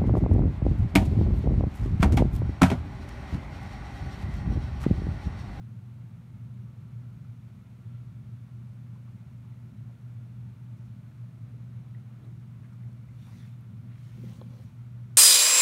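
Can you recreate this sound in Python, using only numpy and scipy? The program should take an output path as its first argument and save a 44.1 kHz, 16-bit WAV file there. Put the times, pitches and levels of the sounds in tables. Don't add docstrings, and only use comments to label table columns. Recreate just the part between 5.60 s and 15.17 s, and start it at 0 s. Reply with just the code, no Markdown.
import sys
import numpy as np
from scipy import signal
from scipy.fft import rfft, irfft, next_fast_len
from scipy.io import wavfile
from scipy.ndimage import uniform_filter1d, map_coordinates

SR = 44100
rng = np.random.default_rng(int(sys.argv[2]) if len(sys.argv) > 2 else 0)


def output_pcm(signal):
    pcm = np.clip(np.atleast_2d(signal).T, -1, 1) * 32767
    wavfile.write(sys.argv[1], SR, np.round(pcm).astype(np.int16))


N = 422061
HUM_HZ, BAND_LIMIT_HZ = 120.02, 15750

# time_s, level_db
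HUM_FLUTTER = [(0.0, -43.2), (0.56, -48.5), (0.86, -43.5), (1.1, -39.5), (1.22, -53), (1.4, -40),
               (1.56, -47), (1.64, -44.5), (2.04, -50), (2.36, -41), (2.5, -46.5), (3.16, -43),
               (3.4, -47.5), (3.52, -42.5), (3.62, -50.5), (3.92, -43.5), (4.14, -48), (4.28, -41.5),
               (4.38, -50.5), (4.46, -40), (4.64, -45.9), (4.84, -41), (4.98, -48), (5.1, -41.5),
               (5.48, -50), (5.62, -41), (5.76, -46.5), (5.84, -43.5), (6.14, -42.5), (6.66, -47),
               (7.14, -46), (7.26, -40.5), (7.4, -48), (7.56, -42), (7.76, -49.6), (7.82, -44), (8.28, -45),
               (8.38, -45), (8.66, -42.5), (8.78, -45.2), (8.92, -42.5), (9.14, -49.5), (9.22, -41),
               (9.56, -42.5)]
# pitch_hz, level_db
MACHINE_TONES = [(57, -74), (135, -65), (240, -69), (625, -87), (644, -86.5)]
# centre_hz, width_hz, gain_db
DUCT_MODES = [(69.6, 15, -7), (105.3, 15.8, 1.5), (110.7, 10.5, 4), (141.3, 13, 0.5), (163.2, 18, -3),
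              (178.7, 29, -7.5), (204.4, 27.5, -5), (240, 31, -14), (274, 27, -24.5), (314, 84, -31),
              (358, 22, -23.5)]
# frequency_hz, relative_density_db
HISS_SPECTRUM = [(25, -8.5), (300, 2), (450, 1.5), (560, 1), (720, -1.3), (900, -2.3), (1250, -2),
                 (1420, -1.5), (1650, -6.5), (2300, -6), (2800, -10), (3700, -12.5), (5500, -16.5),
                 (12500, -21), (15500, -25.5)]
# pitch_hz, level_db
AIR_WHINES = [(890, -85), (1160, -87.5), (1385, -89), (2165, -91), (2325, -90.5)]
# time_s, base_level_db
COAT_LEVELS = [(0, -80.5), (5, -83.5), (6.3, -75), (7.5, -81.5), (9.57, -78.5)]
# peak_s, level_db, half_length_s, pitch_hz, spread_octaves
RUBS_AND_WHISTLE = [(0.057, -65, 0.025, 583, 0.25), (0.29, -73, 0.033, 950, 0.46),
                    (1.165, -70, 0.022, 600, .8), (1.435, -69, 0.018, 600, 1.3),
                    (2.348, -75.5, 0.15, 1382, 0.031), (2.332, -81, .1, 2900, .5),
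                    (3.208, -77, 0.049, 334, .3), (3.355, -70, .018, 950, .3), (3.4, -80, .04, 340, 0.54),
                    (3.476, -68, 0.02, 1070, 0.46), (3.865, -70, 0.049, 950, 0.45),
                    (4.29, -69, 0.041, 600, 1), (4.503, -69, .025, 846, 0.6), (4.66, -74, 0.016, 900, .4),
                    (5.23, -83, .07, 5400, .35), (5.953, -69.5, 0.07, 400, 0.82),
                    (6.253, -69, .025, 850, .5), (6.647, -60, 0.042, 313, 0.43),
                    (6.645, -75, .014, 3800, .2), (6.664, -66, 0.028, 660, 0.72),
                    (6.665, -83, .035, 8000, .9), (7.045, -64.5, 0.015, 1500, 0.77),
                    (7.06, -84, .04, 7500, .9), (7.133, -66, 0.017, 1250, 0.46),
                    (7.275, -69, 0.03, 600, 0.69), (7.657, -73.5, 0.059, 3590, .08),
                    (7.699, -65, 0.046, 900, 0.57), (7.751, -68, 0.032, 2120, .4),
                    (7.795, -71.5, .025, 3900, 0.27), (7.835, -69, .03, 1850, 0.37),
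                    (7.882, -72, .022, 2500, .3), (8.343, -70, 0.07, 1600, 1.1),
                    (8.557, -74, .12, 2000, .8), (8.72, -74.5, 0.068, 5700, 0.5),
                    (8.73, -71.5, 0.031, 2960, 0.41), (8.728, -67, 0.024, 750, 0.14)]
# start_s, relative_level_db, pitch_hz, t60_s
TONGUE_CLICKS = [(1.648, -50, 1300, 0.022), (2.286, -61, 4600, .01), (3.058, -61, 5000, .01),
                 (3.923, -55, 2000, 0.022), (5.513, -55, 1700, .025), (6.309, -58, 4700, .012),
                 (6.348, -47, 1930, 0.025), (6.383, -62, 2190, 0.044), (7.043, -55, 1650, .02),
                 (7.125, -58, 1400, 0.033), (7.235, -54, 2030, .02), (7.316, -60, 4300, .014),
                 (7.486, -56, 2080, 0.041)]
# start_s, level_db, pitch_hz, t60_s
HAIR_SNAPS = [(6.652, -72, 9000, 0.028), (6.716, -68, 5500, .012), (7.131, -70, 6000, 0.043),
              (7.328, -68, 6500, .018), (8.0095, -59, 12000, .005)]
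# peak_s, level_db, rise_s, fall_s
BRUSH_STROKES = [(7.67, -68, 0.11, 0.098), (7.8, -67, 0.14, 0.13), (8.46, -68.5, 0.097, 0.17),
                 (8.72, -64, 0.17, 0.12), (9.0, -68.5, 0.14, 0.11)]
# frequency_hz, relative_density_db
BRUSH_SPECTRUM = [(200, -11), (900, 1), (1500, 1.5), (2200, 3), (3500, 1.5), (5000, -1), (7000, -4.5),
                  (10000, -8), (13000, -10), (15500, -13)]
# peak_s, relative_level_db, rise_s, fall_s
HAND_SWINGS = [(7.72, -48.5, 0.059, 0.14), (8.2, -54, 0.1, 0.14), (8.66, -44, 0.11, 0.082),
               (8.9, -47, 0.15, 0.046), (9.37, -50.5, 0.057, 0.046)]
# frequency_hz, relative_density_db
THRUM_SPECTRUM = [(30, -45), (65, -3), (110, -14), (180, 2), (250, -7), (330, -32), (600, -42),
                  (2000, -90)]
# pitch_hz, gain_db, t60_s
CASE_MODES = [(213, -8, 0.075), (385, -2, 0.039), (508, 5, 0.024), (866, 1, 0.016), (1036, -4.5, 0.023),
              (3400, -8, 0.011), (4030, -1, 0.006)]
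# start_s, gain_db, contact_s
CASE_BUMPS = [(8.577, -26, 0.0044), (8.635, -27, 0.003), (8.648, -37, .005), (8.687, -46, 0.0057),
              (8.8137, -36, .0001)]
# peak_s, level_db, rise_s, fall_s
FINGER_SLIDES = [(8.67, -65, 0.044, 0.2), (8.93, -60, 0.036, 0.053), (9.0, -62, 0.02, 0.019)]
# centre_hz, width_hz, gain_db
PORT_NOTCHES = [(4880, 420, -2.5), (7610, 390, -2.5), (10450, 280, -5.5)]


def amp(db):
    return 10 ** (np.asarray(db) / 20)


def unit(x):
    return x / np.sqrt(np.mean(x ** 2) + 1e-20)


def level(rows):
    return amp(np.interp(np.arange(N) / SR, *np.transpose(rows)))


def swells(rows):
    t = np.arange(N) / SR
    bells = (amp(db) * np.exp(-((t - peak_s) / np.where(t < peak_s, rise_s, fall_s)) ** 2)
             for peak_s, db, rise_s, fall_s in rows)
    return np.sqrt(sum(bell ** 2 for bell in bells))


def wobble(rate_hz):
    return map_coordinates(rng.standard_normal(int(N * rate_hz / SR) + 4), [np.arange(N) * rate_hz / SR])


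def filtered(x, response):
    size = next_fast_len(len(x) + 8192)
    return irfft(rfft(x, size) * response(np.fft.rfftfreq(size, 1 / SR)), size)[:len(x)]


def coloured(x, spectrum):
    f, db = np.transpose(spectrum)
    return unit(filtered(x, lambda hz: amp(np.interp(np.log(hz + 1), np.log(f), db))))


def band_noise(size, pitch_hz, octaves):
    white = rng.standard_normal(size)
    return unit(filtered(white, lambda hz: np.exp(-(np.log2((hz + 1) / pitch_hz) / octaves) ** 2)))


def add(track, start_s, sound):
    span = track[round(start_s * SR):][:len(sound)]
    span += sound[:len(span)]


def motor(flutter_db=1.17, waver_db=1.0, hum_drift_rad=0.066, tone_drift_rad=0.26):
    phase_per_hz = 2 * np.pi * np.arange(N) / SR
    flutter = amp(flutter_db * wobble(14)) * level(HUM_FLUTTER)
    out = flutter * unit(np.sin(HUM_HZ * phase_per_hz + hum_drift_rad * wobble(6)))
    for hz, db in MACHINE_TONES:
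        tone_gain = amp(db + waver_db * wobble(4.5))
        out += tone_gain * unit(np.sin(hz * phase_per_hz + tone_drift_rad * wobble(3.7)))
    return out


def duct_rumble(level_db=-47.0, low_cut_hz=53, waver_db=1.0):
    def ducts(f):
        power = sum(amp(db) ** 2 / (1 + 2 * ((f - hz) / width) ** 2) ** 2
                    for hz, width, db in DUCT_MODES)
        return np.sqrt(power / (1 + (low_cut_hz / (f + 1)) ** 12))
    return amp(level_db + waver_db * wobble(8)) * unit(filtered(rng.standard_normal(N), ducts))


def air_hiss(level_db=-67.0, walls_db=-5, t60_s=0.27):
    t = np.arange(SR // 4) / SR
    echoes = rng.standard_normal(len(t)) * amp(-60 * t / t60_s)
    direct = rng.standard_normal(N + len(t) - 1)
    reflected = signal.fftconvolve(direct, echoes / np.linalg.norm(echoes), "valid")
    return amp(level_db) * coloured(direct[:N] + amp(walls_db) * reflected, HISS_SPECTRUM)


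def air_whines(octaves=0.015, swing_db=2, rate_hz=3.0):
    return sum(amp(db) * unit(amp(swing_db * wobble(rate_hz)) * band_noise(N, hz, octaves))
               for hz, db in AIR_WHINES)


def coat_rustle(crinkle_hz=950, shuffle_hz=305, shuffle_db=2.5):
    crinkle = amp(4.5 * wobble(22)) * band_noise(N, crinkle_hz, octaves=1.43)
    shuffle = amp(shuffle_db + 4.0 * wobble(9)) * band_noise(N, shuffle_hz, octaves=0.3)
    return level(COAT_LEVELS) * (crinkle + shuffle)


def rubs_and_whistle(grain=0.37, catch_rate_hz=260):
    out, t = np.zeros(N), np.arange(-SR // 4, SR // 4) / SR
    for peak_s, db, half_length_s, pitch_hz, octaves in RUBS_AND_WHISTLE:
        envelope = amp(db) * np.exp(-(t / half_length_s) ** 2)
        add(out, peak_s + t[0], envelope * band_noise(len(t), pitch_hz, octaves))
    rasp = unit(np.exp(grain * wobble(catch_rate_hz)))
    return out * rasp


def licks(gain_db=-3, smack_db=-16, attack_s=0.0008):
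    out, t = np.zeros(N), np.arange(SR // 10) / SR
    for start_s, db, pitch_hz, t60_s in TONGUE_CLICKS:
        ring = np.sin(2 * np.pi * pitch_hz * t)
        smack = amp(smack_db) * band_noise(len(t), pitch_hz, octaves=0.87)
        envelope = amp(db + gain_db - 60 * t / t60_s) * (1 - np.exp(-t / attack_s))
        add(out, start_s, envelope * (ring + smack))
    return out


def hair_ticks(attack_s=0.00045):
    out, t = np.zeros(N), np.arange(SR // 10) / SR
    for start_s, db, pitch_hz, t60_s in HAIR_SNAPS:
        envelope = amp(db - 60 * t / t60_s) * (1 - np.exp(-t / attack_s))
        add(out, start_s, envelope * band_noise(len(t), pitch_hz, octaves=0.75))
    return out


def brushing(grain=0.29, patchy_db=3.0):
    slips = rng.standard_normal(N) * np.exp(grain * wobble(2500))
    spectra = signal.stft(slips, nperseg=512)[2]
    patches = uniform_filter1d(rng.standard_normal(spectra.shape), size=3, axis=0)
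    patches = unit(uniform_filter1d(patches, size=11, axis=1))
    shifting = signal.istft(spectra * amp(patchy_db * patches), nperseg=512)[1][:N]
    return swells(BRUSH_STROKES) * coloured(shifting, BRUSH_SPECTRUM)


def case_thrum(gain_db=-1):
    return amp(gain_db) * swells(HAND_SWINGS) * coloured(rng.standard_normal(N), THRUM_SPECTRUM)


def case_handling(attack_s=0.0018, scuff_db=-31, scuff_hz=330, scuff_t60_s=0.32):
    t = np.arange(SR // 5) / SR
    onset = 1 - np.exp(-t / attack_s)
    ring = onset * sum(amp(db - 60 * t / t60_s) * np.sin(2 * np.pi * hz * t)
                       for hz, db, t60_s in CASE_MODES)
    out = swells(FINGER_SLIDES) * unit(signal.fftconvolve(rng.standard_normal(N), ring)[:N])
    for start_s, db, contact_s in CASE_BUMPS:
        force = np.sin(np.pi * np.clip(t / contact_s, 0, 1)) ** 2
        blow = signal.fftconvolve(ring, force / force.sum())[:len(t)]
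        drag = onset * band_noise(len(t), scuff_hz, octaves=0.58)
        scuff = amp(scuff_db - 60 * t / scuff_t60_s) * drag
        add(out, start_s, amp(db) * (blow + scuff))
    return out


def scene():
    room = motor() + duct_rumble() + air_hiss() + air_whines()
    small_sounds = coat_rustle() + rubs_and_whistle() + licks() + hair_ticks()
    return (room + small_sounds + brushing() + case_thrum() + case_handling())[None]


def record(dry):
    def response(f):
        port_db = sum(db * np.exp(-((f - hz) / width) ** 2) for hz, width, db in PORT_NOTCHES)
        return amp(port_db) * (f < BAND_LIMIT_HZ)
    return np.array([filtered(channel, response) for channel in dry])


dry = scene()
out = record(dry)
output_pcm(out)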